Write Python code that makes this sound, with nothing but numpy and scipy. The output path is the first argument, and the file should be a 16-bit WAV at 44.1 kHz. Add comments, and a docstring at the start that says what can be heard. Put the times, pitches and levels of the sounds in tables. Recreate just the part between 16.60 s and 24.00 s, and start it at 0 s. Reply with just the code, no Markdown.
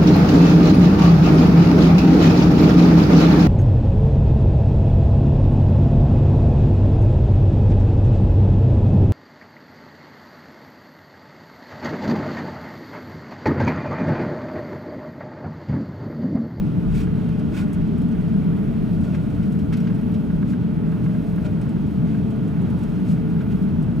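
"""Cabin of a jet airliner rolling slowly along a taxiway, heard by two close capsules at a window seat.
Idling engines and wheels shake the hull: filtered noise rings the cabin's resonances and the landing gear.
Two sine hums from pumps beat over a weak whirr of narrow noise; vents hiss, a thin whistle comes and goes.
Close by, shaped noise makes the cloth rustle and swish and small things tick; trim panels knock,
the floor thuds and a buckle clinks as sets of decaying sine modes."""
import sys
import numpy as np
from scipy import signal
from scipy.fft import rfft, irfft
from scipy.io import wavfile
from scipy.ndimage import uniform_filter1d

SR = 44100
rng = np.random.default_rng(int(sys.argv[2]) if len(sys.argv) > 2 else 0)


def store_wav(level_fs):
    """Save 16-bit WAV to argv[1]."""
    pcm = np.round(np.clip(np.atleast_2d(level_fs), -1, 1) * 32767)
    wavfile.write(sys.argv[1], SR, pcm.T.astype(np.int16))


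N = 326340  # length in samples

# All source levels are set ahead of the microphone response and output gain.
# Vents and far jet roar, relative spectrum: pitch_hz [Hz], level_db [dB per Hz]
AIR_SPECTRUM = [(29, -48.5), (50, -14), (187, -7), (232, -10), (349, -29.5), (434, -25.5), (513, -26),
                (607, -29), (1050, -34), (1440, -33.5), (1660, -38), (2620, -42.5), (15500, -79.5)]
AIR_DB = -33  # rms, before swelling and flicker

# Swells of the thin whistle: peak_s [s], rise_db [dB], half_length_s [s]
WHISTLE_SWELLS_OVER_TIME = [(.5, 6, .5), (2.35, 9, 0.28), (5.3, 3, .2)]
WHISTLE_HZ, WHISTLE_WIDTH_HZ = 11650, 400  # width of each of two passes
WHISTLE_DB = -89  # rms between swells

# Drawn level of a weak narrow noise near 610 Hz: time_s [s], level_db [dB rms before patchiness]
WHIRR_LEVEL = [(0, -51), (.4, -58), (.8, -51.5), (2.3, -53), (2.7, -56), (3.5, -53), (4.4, -50), (5.1, -56),
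               (5.5, -51), (6.2, -55), (6.8, -53), (7.4, -54)]
WHIRR_HZ, WHIRR_WIDTH_HZ = 610, 30  # width of each of two passes
WHIRR_PATCHY_DB = 1.8  # rms spread

# Speed lead of the second pump: time_s [s], pitch_above_first_hz [Hz]
PUMP_BEAT = [(0, .85), (1.2, .8), (2.6, .67), (3.9, .83), (7.4, 1.0)]
PUMP_HZ, IN_STEP_S = 434.68, 3.29  # first pump's pitch; a moment when both are in step
PUMP_DB, SECOND_PUMP_DB = -45, -51.5  # rms of each fundamental

# Level of the restless cloth and paper: time_s [s], level_db [dB rms before crackle and flicker]
RUSTLE_LEVEL = [(0, -64.5), (.6, -62), (1.2, -64), (2.3, -60.5), (3.6, -61.5), (4.1, -64.5), (4.6, -59.5),
                (5.0, -61.5), (5.85, -62.5), (6.2, -60.5), (7.4, -62.5)]
# Rustle, relative spectrum: pitch_hz [Hz], level_db [dB per Hz]
RUSTLE_SPECTRUM = [(1000, -8.5), (2000, 3), (4000, -1), (7000, -7.5), (11500, -6.5), (15500, -11.5)]

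# Cloth swept across a seat: peak_s [s], level_db [dB], half_length_s [s],
# fine_weave_share [0-1], hollow_level_db [dB relative to the hiss]
CLOTH_SWEEPS = [(0.381, -45, 0.054, 0.33, -8), (0.981, -41.5, 0.044, 0.18, -5), (1.02, -58, 0.018, 0.3, 9),
                (2.45, -56.5, 0.058, .45, 3), (2.552, -52, 0.043, 0, -18), (3.2, -54.5, 0.036, 0.1, 2),
                (3.91, -55.5, 0.035, 0.9, -12), (4.693, -63, .04, 1, -12), (4.864, -50, 0.026, 0, 0),
                (5.508, -54.5, 0.068, 0.1, -14), (6.508, -53.5, 0.047, 0.9, -12),
                (6.814, -52, 0.018, .05, -1), (6.922, -52.5, 0.026, 0, -3)]
# Duller cloth hiss, relative spectrum: pitch_hz [Hz], level_db [dB per Hz]
SWEEP_SPECTRUM = [(700, -7.5), (1100, 0.5), (1400, -5.5), (1650, -1.5), (1900, -2.5), (2300, 2), (2650, 1),
                  (2900, -4), (3300, -3.5), (4100, -9.5), (5000, -11.5), (7700, -17.5), (10000, -23),
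                  (15500, -34.5)]
HOLLOW_HZ, HOLLOW_WIDTH_HZ = 1445, 90  # width of each of two passes
SWELL_SHAPE = 1.45  # exponent under 2: pointed peak, long shoulders

# Buckles, paper and clips: start_s [s], snap_level_db [dB before rise and decay],
# body_level_db [dB relative to the snap]
TICK_EVENTS = [(0.6858, -55.5, 5), (0.7906, -55, 5), (1.129, -43, -10), (1.142, -56, -2), (1.207, -64, 7),
               (1.272, -58, -4), (1.3783, -52, -10), (1.482, -57, -6), (1.515, -57, 8), (1.4157, -53.5, -1),
               (2.4029, -54, -9), (2.4374, -54, 4), (2.6994, -56, 2), (2.8275, -56, 8), (2.9198, -48.5, -3),
               (2.9881, -54, 7), (3.124, -48, 9), (3.132, -51, 5), (3.1685, -47.5, 2), (3.2025, -59, 5),
               (3.24, -65, 16), (3.2684, -62, 16.5), (3.301, -60, 5), (3.3458, -54, 1), (3.5384, -53.5, 7),
               (4.4388, -54, 5), (4.8494, -59, 4), (5.012, -51, 3), (5.0894, -53, .4), (5.7029, -53, 1),
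               (5.875, -54, -9), (6.0132, -53, -12), (6.099, -53, .4), (6.187, -53, -6), (6.2093, -58, .4),
               (6.2306, -48, -2), (6.292, -58, 2), (6.352, -65, 14), (6.46, -60, 8), (6.5134, -51, -5),
               (6.697, -59, 3), (6.912, -58, -1), (7.0194, -53, .4), (7.223, -52, -2.5)]
# Bright snap, relative spectrum: pitch_hz [Hz], level_db [dB per Hz]
SNAP_SPECTRUM = [(2000, -33), (4800, -18), (5600, -5.5), (6300, -4), (7200, -2), (8100, 1), (9000, -2),
                 (10200, -1.5), (11700, -4.5), (13000, -7.5), (15500, -18)]
# Duller body, relative spectrum: pitch_hz [Hz], level_db [dB per Hz]
BODY_SPECTRUM = [(800, -15), (1300, -1), (2000, 2.5), (2700, 1.5), (3150, 0.5), (3600, -5), (4400, -6.5),
                 (5400, -7), (6500, -12), (10000, -34)]
SNAP_T60_S, BODY_T60_S, TICK_RISE_S = 0.052, 0.11, 0.0034

# Taps of loose trim panels: start_s [s], level_db [dB peak]
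PANEL_KNOCKS = [(0.4722, -36), (0.5706, -42), (0.6002, -40), (1.5484, -42), (1.9755, -39), (2.5466, -31.5),
                (3.1245, -34), (3.133, -34), (3.268, -38), (3.2994, -38.5), (3.702, -35.5), (3.828, -33.5),
                (3.9338, -33), (4.3236, -38.5), (4.4618, -34.5), (4.5485, -38), (4.7793, -35),
                (5.0654, -38), (5.1652, -37), (5.5475, -35), (6.7615, -40), (6.8074, -36.5)]
# Panel modes: pitch_hz [Hz], level_db [dB, relative], t60_s [s]
PANEL_MODES = [(880, -11, .04), (1110, -5, .045), (1310, -2, .04), (1450, -3, .04), (1590, 0, .04),
               (1890, -8, .035), (2110, -9, .035), (2790, -14, .03), (3700, -20, .03)]
# Floor blows: start_s [s], level_db [dB peak]
FLOOR_THUDS = [(4.845, -34), (4.873, -35.5), (6.824, -39)]
# Floor modes: pitch_hz [Hz], level_db [dB, relative], t60_s [s]
FLOOR_MODES = [(512, -6, 0.11), (624, 4, .12), (766, -11, 0.117), (974, -8, 0.076)]
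# Buckle blows: start_s [s], level_db [dB peak]
BUCKLE_CLINKS = [(3.125, -52), (3.1675, -55), (3.2, -49)]
# Buckle modes: pitch_hz [Hz], level_db [dB, relative], t60_s [s]
BUCKLE_MODES = [(5250, -4, .05), (5750, 0, .05), (8200, -2, .04), (11600, -6, .04), (11850, -5, .045)]

# Level of the rolling: time_s [s], level_db [dB rms of the gear before the paving's lumps]
ROLL_LEVEL = [(0, -42), (1.2, -35.5), (2.4, -35.5), (3.2, -39), (5, -36.5), (5.7, -37.5), (7.4, -40)]
GEAR_HZ, GEAR_WIDTH_HZ = 35.6, 14  # width of each of two passes
LUMP_DB, LUMPS_PER_S = 2.8, 4  # rms spread and rate of the uneven paving
# One larger bump; its level is before rise and decay
BUMP_S, BUMP_DB, BUMP_HZ, BUMP_RISE_S, BUMP_T60_S = .24, -15, 43.9, 0.05, .9

# Cabin resonances: pitch_hz [Hz], width_hz [Hz], level_db [dB rms before waver]
CABIN_MODES = [(81.1, 18, -35.5), (128.1, 32.4, -29), (160.5, 7.2, -30), (166.6, 7.8, -32.5),
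               (183.9, 22.7, -26.5), (204, 21, -34.5), (218.8, 13, -30.5), (235.4, 15, -32.5),
               (284.6, 33.3, -35), (315, 19, -45), (358.2, 23, -46.5), (397.5, 26, -46), (452.6, 36, -51.5),
               (573, 44, -57.5), (667, 61, -54), (863, 90, -56.5), (1230, 140, -64), (1378, 8, -68.5),
               (1422, 50, -61.5), (1463, 17, -67), (1506, 12, -70.5), (2606, 170, -68), (3206, 220, -69)]
# Bass of the boom, relative: time_s [s], deepest_level_db [dB], next_level_db [dB]
BOOM_BASS_LEVEL = [(0, 1.5, 0), (.4, 1, -1), (.8, 0, -2.5), (1.6, -0.5, 1), (2.4, 1.5, 0), (3.5, -.5, 0.5),
                   (4.4, 0.5, 0), (5.7, .5, -0.6), (6.4, 0, 0), (7.4, 0, -0.2)]
DEEP_UNDER_HZ, BASS_UNDER_HZ = 175, 270  # tops of the deepest modes and of those above them
BOOM_FLUTTER_DB, BOOM_FLUTTER_PER_S = .5, 12  # rms spread and rate

# The two capsules: pitch_hz [Hz], likeness [0-1], right_lead_rad [rad], left_minus_right_db [dB]
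CAPSULE_PAIR = [(35, 1, 1.1, 5.5), (56, 0.97, 1.3, 3.5), (89, 1, 0.47, 5.5), (174, 0.95, 1.03, 0.4),
                (223, 0.99, 1.02, 2.5), (350, 0.69, 0.74, -7.5), (435, 0.6, 1.1, -9), (560, 0.34, 0.37, -2),
                (714, 0.62, 0.12, -5.5), (895, 0.4, -.9, -4), (1420, 0.72, -0.42, -1),
                (1800, 0.6, -1.1, -1.5), (2800, .62, -.37, .5), (4500, 0.55, 0.36, .6),
                (5700, 0.9, -.03, 1), (7200, 1, 0, 0), (9000, 0.9, 0, .6), (14300, 0.7, 0, .1)]
# Capsule hiss, relative spectrum: pitch_hz [Hz], level_db [dB per Hz]
SELF_NOISE_SPECTRUM = [(4000, -11.5), (9000, -0.5), (12500, -1.5), (15500, 0)]
SELF_NOISE_DB, TOP_HZ = -80, 15720  # rms before output gain; treble cutoff


def undb(db):
    """Amplitude gain of a level in dB."""
    return 10 ** (np.asarray(db) / 20)


def unit(x):
    """Scales x to rms 1."""
    return x / np.sqrt(np.mean(x ** 2))


def curve(table):
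    """Columns of a time table, interpolated to one value per sample."""
    s, *columns = np.transpose(table)
    return [np.interp(np.arange(N) / SR, s, column) for column in columns]


def across(table, hz):
    """Columns of a frequency table read at hz on a log axis."""
    at, *columns = np.transpose(table)
    log_hz = np.log(np.maximum(hz, 1))
    return [np.interp(log_hz, np.log(at), column) for column in columns]


def shaped(x, gain):
    """Multiplies the spectrum of x by gain(Hz)."""
    return irfft(rfft(x) * gain(np.arange(N // 2 + 1) * SR / N), N)


def ring(x, hz, width_hz):
    """A resonance applied twice, so its skirts fall steeply."""
    def gain(f):
        detuning = (f ** 2 - hz ** 2) / (width_hz * np.maximum(f, 1))
        return 1 / (1 + detuning ** 2)
    return shaped(x, gain)


def walk(rate):
    """Random levels held 1 / rate seconds and smoothed twice; rms 1."""
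    hold = int(SR / rate)
    steps = np.repeat(rng.standard_normal(N // hold + 1), hold)
    return unit(uniform_filter1d(uniform_filter1d(steps, hold), hold)[:N])


def noise():
    """Two unrelated noises: what both capsules share and what differs."""
    return rng.standard_normal((2, N))


def colour(table, tilt_db=0):
    """Noise above 500 Hz with a table's spectrum, tilted about 4 kHz by dB per octave."""
    def gain(f):
        tilt = tilt_db * np.log2(np.maximum(f, 1) / 4000)
        return undb(across(table, f)[0] + tilt) * (f > 500)
    return unit(shaped(noise(), gain))


def add(out, sound, s, db, t60, rise):
    """Adds into out a short stretch of sound from s, with a soft onset and exponential decay."""
    k = int(s * SR)
    t = np.arange(min(int(.15 * SR), N - k)) / SR
    envelope = undb(db - 60 * t / t60) * (1 - np.exp(-t / rise))
    out[:, k:k + len(t)] += envelope * sound[:, k:k + len(t)]


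def strike(blows, modes, rise_s, spread_db, detune):
    """Each blow rings the same modes, a little differently weighted and tuned each time."""
    out = np.zeros((2, N))
    t = np.arange(SR // 5) / SR
    hz, mode_db, t60 = np.transpose(modes)[:, :, None]
    variations = rng.standard_normal((len(blows), 2, len(modes), 1))
    for (s, db), (weight, tune) in zip(blows, variations):
        decay = undb(mode_db + spread_db * weight - 60 * t / t60)
        rings = decay * np.sin(2 * np.pi * hz * (1 + detune * tune) * t)
        blow = rings.sum(axis=0) * (1 - np.exp(-t / rise_s))
        k = int(s * SR)
        out[0, k:k + len(t)] += undb(db) * blow / abs(blow).max()
    return out


def air():
    """Vents and far jet roar: broad hiss in octave bands that swell together and flicker alone."""
    hiss = unit(shaped(noise(), lambda f: undb(across(AIR_SPECTRUM, f)[0])))
    swell = walk(1.95)
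    out = 0
    for octave in range(5, 15):  # overlapping bands centred on 2 ** octave Hz
        band = shaped(hiss, lambda f: np.clip(1 - abs(np.log2(np.maximum(f, 1)) - octave), 0, 1))
        out = out + band * undb(.5 * swell + 1.0 * walk(9))
    return undb(AIR_DB) * out


def whistle():
    """A narrow band of noise makes a thin high hiss that comes and goes."""
    t = np.arange(N) / SR
    rise_db = sum(db * np.exp(-((t - s) / half) ** 2) for s, db, half in WHISTLE_SWELLS_OVER_TIME)
    level = undb(WHISTLE_DB + rise_db + 1.5 * walk(10))
    return level * unit(ring(noise(), WHISTLE_HZ, WHISTLE_WIDTH_HZ))


def whirr():
    """A weak narrow-band whirr of noise, its level wandering irregularly."""
    level = undb(curve(WHIRR_LEVEL)[0] + WHIRR_PATCHY_DB * walk(6))
    return level * unit(ring(noise(), WHIRR_HZ, WHIRR_WIDTH_HZ))


def pumps():
    """Two pumps a little apart in speed: their hum beats slowly, with a faint octave."""
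    def hum(phase):
        return np.sin(phase) + undb(-35.0) * np.sin(2 * phase)
    first = 2 * np.pi * PUMP_HZ * np.arange(N) / SR
    ahead = 2 * np.pi * np.cumsum(curve(PUMP_BEAT)[0]) / SR
    second = first + ahead - ahead[int(IN_STEP_S * SR)]
    tone = np.sqrt(2) * (undb(PUMP_DB) * hum(first) + undb(SECOND_PUMP_DB) * hum(second))
    return np.array([tone, 0 * tone])


def rustle():
    """Clothes and paper never quite rest: a patchy hiss with small crackles, its top flickering alone."""
    impulses = (rng.random(N) < 30 / SR) * rng.random(N) ** 2  # about 30 per second
    crackle = signal.lfilter([1], [1, -np.exp(-1 / (.005 * SR))], impulses)  # 5 ms decay
    crackle = uniform_filter1d(crackle, size=60)
    hiss = colour(RUSTLE_SPECTRUM)
    top = shaped(hiss, lambda f: np.clip((f - 8500) / 2500, 0, 1))
    hiss = (hiss - top) * undb(.9 * walk(25)) + top * undb(1.1 * walk(8))
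    return undb(curve(RUSTLE_LEVEL)[0]) * (1 + 0.75 * crackle) * hiss


def swishes():
    """Each cloth sweep swells and fades, catching on the weave; some also ring a hollow under it."""
    dull = colour(SWEEP_SPECTRUM)
    bright = colour(SWEEP_SPECTRUM, tilt_db=7.0)
    hollow = unit(ring(noise(), HOLLOW_HZ, HOLLOW_WIDTH_HZ))
    t = np.arange(N) / SR
    out = 0
    for s, db, half, share, hollow_db in CLOTH_SWEEPS:
        swell = np.exp(-abs((t - s) / half) ** SWELL_SHAPE)
        hiss = np.sqrt(1 - share) * dull + np.sqrt(share) * bright
        out = out + undb(db) * swell * (hiss + undb(hollow_db) * hollow)
    return out * undb(1.8 * walk(90))  # roughness of the weave


def ticks():
    """Buckles, paper and plastic clips: a bright noise snap over a duller, longer body."""
    out = np.zeros((2, N))
    snap, body = colour(SNAP_SPECTRUM), colour(BODY_SPECTRUM)
    for s, db, body_db in TICK_EVENTS:
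        add(out, snap, s, db, SNAP_T60_S, TICK_RISE_S)
        add(out, body, s, db + body_db, BODY_T60_S, TICK_RISE_S)
    return out


def knocks():
    """Loose trim panels tap their frames, the floor thuds, a metal buckle clinks: each rings its modes."""
    taps = strike(PANEL_KNOCKS, PANEL_MODES, rise_s=.0005, spread_db=1.5, detune=.012)
    thuds = strike(FLOOR_THUDS, FLOOR_MODES, rise_s=0.0033, spread_db=1, detune=0.025)
    clinks = strike(BUCKLE_CLINKS, BUCKLE_MODES, rise_s=.002, spread_db=0, detune=.004)
    return taps + thuds + clinks


def wheels():
    """Uneven paving shakes the gear at its bounce pitch and, fainter, the floor; one bump rings the gear."""
    gear = unit(ring(noise(), GEAR_HZ, GEAR_WIDTH_HZ))
    floor = undb(-8.0) * unit(ring(noise(), 76, 57))
    since = np.maximum(np.arange(N) / SR - BUMP_S, 0)
    bump_level = undb(BUMP_DB - 60 * since / BUMP_T60_S) * (1 - np.exp(-since / BUMP_RISE_S))
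    bump = bump_level * np.sin(2 * np.pi * BUMP_HZ * since)
    rolling = undb(curve(ROLL_LEVEL)[0] + LUMP_DB * walk(LUMPS_PER_S)) * (gear + floor)
    return rolling + np.array([bump, 0 * bump])


def boom():
    """Broad engine noise rings the cabin; the bass flutters as one, and each mode wavers alone."""
    flutter_db = BOOM_FLUTTER_DB * walk(BOOM_FLUTTER_PER_S)
    deep, bass = (unit(undb(db + flutter_db)) for db in curve(BOOM_BASS_LEVEL))
    out = 0
    for hz, width_hz, db in CABIN_MODES:
        if hz < DEEP_UNDER_HZ:
            drive = deep
        elif hz < BASS_UNDER_HZ:
            drive = bass
        else:
            drive = 1
        waver_db = .3 if hz < 500 else 1.5
        mode = ring(noise(), hz, width_hz / np.sqrt(np.sqrt(2) - 1))  # widened, as two passes narrow it
        out = out + undb(db + waver_db * walk(3.98)) * unit(mode) * drive
    return out


def scene():
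    """All sources, from the background to the boom, as a shared and a diffuse part."""
    background = air() + whistle() + whirr() + pumps()
    close = rustle() + swishes() + ticks() + knocks()
    return background + close + wheels() + boom()


def capsules(dry):
    """Two close capsules: bass arrives alike but shifted in phase, the middle range differs most."""
    margin = SR // 4
    wide = np.pad(dry, [(0, 0), (margin, margin)], "reflect")  # the sound goes on before and after
    size = wide.shape[1]
    like, lead, left_db = across(CAPSULE_PAIR, np.arange(size // 2 + 1) * SR / size)
    shared, diffuse = rfft(wide) * np.sqrt([1 + like, 1 - like])
    left = undb(left_db / 2) * np.exp(-.5j * lead)
    right = undb(-left_db / 2) * np.exp(.5j * lead)
    # dividing by the level of the capsules' mean keeps its spectrum true to the sources
    centre_power = abs(left + right) ** 2 * (1 + like) + abs(left - right) ** 2 * (1 - like)
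    centre = np.sqrt(centre_power / 4)
    pair = irfft(np.array([left * (shared + diffuse), right * (shared - diffuse)]) / centre, size)
    return pair[:, margin:-margin]


def record(dry):
    """Capsules with their own hiss, a rumble cut, soft rounding of the loudest peaks and a treble cut."""
    lead = SR // 10
    x = capsules(dry) + colour(SELF_NOISE_SPECTRUM) * undb(SELF_NOISE_DB)
    # a lead-in lets the filters settle before the start
    x = np.pad(x, [(0, 0), (lead, 0)], "reflect", reflect_type="odd")
    x = signal.sosfilt(signal.butter(2, 24, "high", fs=SR, output="sos"), x)
    x = np.tanh(2.184 * x) / 2.0
    return signal.sosfilt(signal.ellip(14, .2, 70, TOP_HZ, fs=SR, output="sos"), x)[:, lead:]


dry = scene()
out = record(dry)
store_wav(out)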